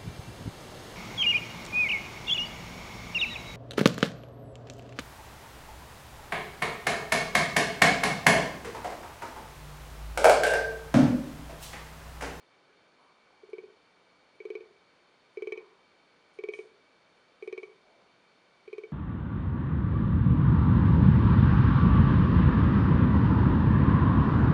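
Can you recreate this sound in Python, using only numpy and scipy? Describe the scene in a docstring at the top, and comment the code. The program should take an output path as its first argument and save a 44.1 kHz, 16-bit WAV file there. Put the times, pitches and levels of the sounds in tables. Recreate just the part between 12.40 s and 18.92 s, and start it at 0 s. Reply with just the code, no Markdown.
"""A quiet room, a bush-cricket in a small plastic box. It drums on the box wall in rolls of up to
five quick taps, about one roll a second. Each tap rings the wall: a hollow thump from its flexing
modes, a bright ping from its stiff modes, a noise tick at the contact. The room adds a dull tail.
Faint high rasps and soft scuffs come and go over a steady hiss."""
import sys
import numpy as np
from scipy import signal
from scipy.fft import rfft, irfft, next_fast_len
from scipy.io import wavfile

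SR = 44100
rng = np.random.default_rng(int(sys.argv[2]) if len(sys.argv) > 2 else 0)


def file_out(sig):
    """Save sig as 16-bit WAV at sys.argv[1]."""
    # one column per channel
    cols = np.atleast_2d(sig).T
    # limit, then scale
    lim = np.clip(cols, -1, 1)
    pcm = np.round(lim * 32767).astype(np.int16)
    wavfile.write(sys.argv[1], SR, pcm)


N = 287532


def amp(db):
    """Decibels to gain."""
    return 10 ** (np.asarray(db) / 20)


def along(points, hz):
    """(freq_hz, value) points interpolated on a log frequency axis."""
    freqs_hz, values = np.transpose(points)
    return np.interp(np.log(hz + 1), np.log(freqs_hz + 1), values)


def filtered(x, response):
    """Zero-phase filter with gain response(hz)."""
    size = next_fast_len(len(x) + SR // 4)
    hz = np.fft.rfftfreq(size, 1 / SR)
    return irfft(rfft(x, size) * response(hz), size)[:len(x)]


def noise(shape_db):
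    """Noise at rms 1 with spectrum shape_db(hz)."""
    x = filtered(rng.standard_normal(N), lambda hz: amp(shape_db(hz)))
    return x / np.sqrt(np.mean(x ** 2) + 1e-20)


def bell(hz, centre_hz, width_hz):
    """Resonance curve, 1 at the centre."""
    return 1 / (1 + (2 * (hz - centre_hz) / width_hz) ** 2)


def fade(t, t60_s):
    """Exponential decay, 60 dB down at t60_s."""
    return np.exp(-np.log(1000) * t / t60_s)


def swell(start_s, length_s):
    """Envelope: rise to 1 in a quarter of length_s, slower fall."""
    age = np.maximum(np.arange(N) / SR - start_s, 0) / length_s * 4
    return age * np.exp(1 - age)


def add(track, start_s, sound):
    """Mix sound into track at start_s."""
    part = track[round(start_s * SR):][:len(sound)]
    part += sound[:len(part)]


def background(hiss_db=-64.0, hum_hz=180, hum_db=-87):
    """Steady hiss with narrow resonances, plus a faint hum."""
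    # hiss spectrum: freq_hz, relative_db
    spectrum = [(20, -23), (50, -15.5), (100, -8.5), (230, -2.5), (480, 1.5), (750, -2), (1250, -2.5),
                (1800, -7.5), (2800, -10.5), (4000, -15.5), (5200, -18), (7000, -23.5), (7900, -31),
                (8500, -26.5), (10200, -31.5), (11400, -45)]
    # resonances in the hiss: centre_hz, width_hz, lift_db
    peaks = [(1517, 38, 6), (2296, 140, 12), (3103, 86, 7.5), (3611, 124, 9.5), (3900, 94, 2.5),
             (4290, 122, 8.5), (4468, 188, 9.5), (4710, 120, 3.5)]
    hiss = noise(lambda hz: along(spectrum, hz)
                 + sum(lift_db * bell(hz, centre_hz, width_hz) for centre_hz, width_hz, lift_db in peaks))
    hum = np.sqrt(2) * np.sin(2 * np.pi * hum_hz * np.arange(N) / SR)
    return amp(hiss_db) * hiss + amp(hum_db) * hum


def room(x, build_s=0.026, lowpass_hz=2500):
    """Diffuse tail: builds gradually, loses its treble first."""
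    # room decay: freq_hz, t60_s
    decay_times = [(150, 0.38), (420, 0.38), (1000, 0.68), (2400, 0.32), (9000, 0.25)]
    hz, t, bands = signal.stft(rng.standard_normal(SR * 3 // 4), SR, nperseg=256)
    decay = fade(t, along(decay_times, hz)[:, None])
    build_up = 1 - np.exp(-(t / build_s) ** 2)
    _, tail = signal.istft(bands * decay * build_up, SR, nperseg=256)
    wet = signal.fftconvolve(x, tail / np.linalg.norm(tail))[:N]
    return filtered(wet, lambda hz: 1 / np.sqrt(1 + (hz / lowpass_hz) ** 2))


def scuffs(width_hz=380):
    """Soft, dull rustles: swells of band noise close to the hiss level."""
    # scuffs: start_s, length_s, centre_hz, level_db
    events = [(0.283, 0.082, 1500, -70.5), (0.574, 0.23, 1030, -63.5), (0.893, 0.18, 870, -69.5),
              (3.113, 0.34, 1016, -66), (5.43, 0.33, 626, -66)]
    track = np.zeros(N)
    for start_s, length_s, centre_hz, level_db in events:
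        rustle = noise(lambda hz: 20 * np.log10(bell(hz, centre_hz, width_hz)))
        track += amp(level_db) * swell(start_s, length_s) * rustle
    return track


def rasps():
    """Brief dry rubbing: a broad hiss and a thin, very high sizzle."""
    # rasps: start_s, length_s, broad_db, sizzle_db
    events = [(.59, .12, -96, -88.5), (1.094, 0.025, -77, -85), (1.948, .04, -84, -88),
              (2.93, .05, -85, -88), (3.93, .06, -76, -85.5), (4.117, 0.16, -66, -84),
              (4.756, .07, -85, -91), (5.02, .09, -78, -87), (5.18, 0.17, -79, -93)]
    # spectra of the two bands: freq_hz, relative_db
    broad_spectrum = [(1500, -15), (3000, 9), (4500, 0.5), (6400, 2.5), (7900, -5.5), (8800, 2.5),
                      (10200, -14), (11500, -31)]
    sizzle_spectrum = [(7800, -30), (8800, -7), (9500, 5.5), (10200, -9), (11500, -15)]
    broad = noise(lambda hz: along(broad_spectrum, hz))
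    sizzle = noise(lambda hz: along(sizzle_spectrum, hz))
    return sum(swell(start_s, length_s) * (amp(broad_db) * broad + amp(sizzle_db) * sizzle)
               for start_s, length_s, broad_db, sizzle_db in events)


def taps(last_lag_s=0.003, accent_to_thump=0.25, tick_growth=0.6, skid_s=4.136, skid_loss_db=15):
    """Tap force arches over each full roll. Yields time_s, thump_db, ping_db, tick_db."""
    # rolls: start_s, tap_count, gap_s, mid_force_db, rise_db_per_tap, end_droop_db,
    # hardness_db, hardening_db_per_tap, accent_db
    rolls = [(0.296, 1, .05, -59.5, 0, 0, -4, 0, 0), (1.0324, 2, 0.052, -45, -3.5, -2, -16, -6, 1),
             (1.1311, 3, .051, -35, -4.7, -1, -9, -3.5, 5.5), (2.0021, 5, 0.05, -29, -0.56, 9.5, -2, -1, 6),
             (2.9715, 5, 0.05, -28, -1.2, 3.5, 0.5, 2, 6),
             (3.9876, 5, .0495, -26.5, 0.17, 5, 0.5, -.4, 3.5),
             (5.024, 5, 0.051, -28.5, -0.6, 5.5, 2, 1.6, -2.5),
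             (6.2768, 4, .0519, -30.5, 1.1, 10, -0.1, -2, 0)]
    # five strokes of a full roll (short rolls use the last ones): ping_offset_db, tick_offset_db
    strokes = [(-10, -35), (-14, -27.5), (-12, -30), (-10.5, -27), (-10, -35)]
    for start_s, count, gap_s, mid_db, rise_db, droop_db, hardness_db, hardening_db, accent_db in rolls:
        count = round(count)
        for k, (ping_offset_db, tick_offset_db) in enumerate(strokes[-count:]):
            time_s = start_s + k * gap_s + last_lag_s * (0 < k == count - 1)
            from_middle = k - (count - 1) / 2
            arch_db = rise_db * from_middle - droop_db * (from_middle / 2) ** 2
            force_db = mid_db + arch_db
            bright_db = force_db + hardness_db + hardening_db * from_middle
            boost_db = accent_db * (k == count - 2)
            # one tap glances off the wall: it pings but hardly thumps
            loss_db = skid_loss_db * (abs(time_s - skid_s) < gap_s / 2)
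            thump_db = force_db + accent_to_thump * boost_db - loss_db
            ping_db = bright_db + ping_offset_db + boost_db
            tick_db = bright_db + tick_offset_db + tick_growth * arch_db - loss_db
            yield time_s, thump_db, ping_db, tick_db


def drumming(ping_gain_db=4, tick_gain_db=3, tick_t60_s=0.03, scatter_db=2.4, contact_s=0.00046):
    """Every tap rings the same wall; harder contacts excite its stiff modes more."""
    # slow flexing modes of the wall: freq_hz, t60_s, signed_gain
    flex_modes = [(359.3, 0.032, 0.454), (373.8, 0.14, -0.47), (398.8, 0.053, -1), (441.7, 0.069, 0.99),
                  (493, 0.12, 0.1)]
    # stiff modes of the wall: freq_hz, t60_s, relative_db
    stiff_modes = [(657, 0.035, -19.5), (1135, 0.047, -18), (1833, 0.084, -27.5), (2279, 0.086, -4.5),
                   (2458, 0.059, -10), (2572, 0.085, -24.5), (3020, 0.032, -18.5), (3163, 0.015, -16.5),
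                   (3960, 0.046, -27), (4110, 0.033, -30.5), (5100, 0.036, -33.5), (5990, 0.03, -29.5),
                   (6340, 0.028, -35.5), (6990, 0.032, -42.5), (8750, 0.019, -37.5)]
    # contact tick spectrum: freq_hz, relative_db
    tick_spectrum = [(300, -6), (1000, 18.5), (3000, 17.5), (5000, 5), (6300, 9), (7900, -7.5), (8800, 8.5),
                     (10000, -6.5), (11500, -30)]
    wall, t = np.zeros(N), np.arange(SR // 3) / SR
    # close modes start in opposite phase: the thump swells, then beats
    thump = sum(gain * np.sin(2 * np.pi * hz * t) * fade(t, t60_s) for hz, t60_s, gain in flex_modes)
    # neighbouring stiff modes push the air in opposite directions
    partials = np.array([(-1) ** k * amp(db) * np.sin(2 * np.pi * hz * t) * fade(t, t60_s)
                         for k, (hz, t60_s, db) in enumerate(stiff_modes)])
    grit = noise(lambda hz: along(tick_spectrum, hz))
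    onset = 1 - np.exp(-t / contact_s)
    for time_s, thump_db, ping_db, tick_db in taps():
        # the contact point shifts, and with it the mix of modes
        ping = amp(scatter_db * rng.standard_normal(len(stiff_modes))) @ partials
        tick = np.roll(grit, -round(time_s * SR))[:len(t)] * fade(t, tick_t60_s)
        bright = amp(ping_db + ping_gain_db) * ping + amp(tick_db + tick_gain_db) * tick
        add(wall, time_s, amp(thump_db) * thump + onset * bright)
    return wall


def scene(room_db=-13):
    """The box close by, the room around it; mono."""
    box = drumming() + rasps()
    return (box + amp(room_db) * room(box) + scuffs() + background())[None]


def record(dry):
    """Brick-wall low-pass."""
    cutoff_hz = 11400
    return filtered(dry[0], lambda hz: hz < cutoff_hz)[None]


dry = scene()
out = record(dry)
file_out(out)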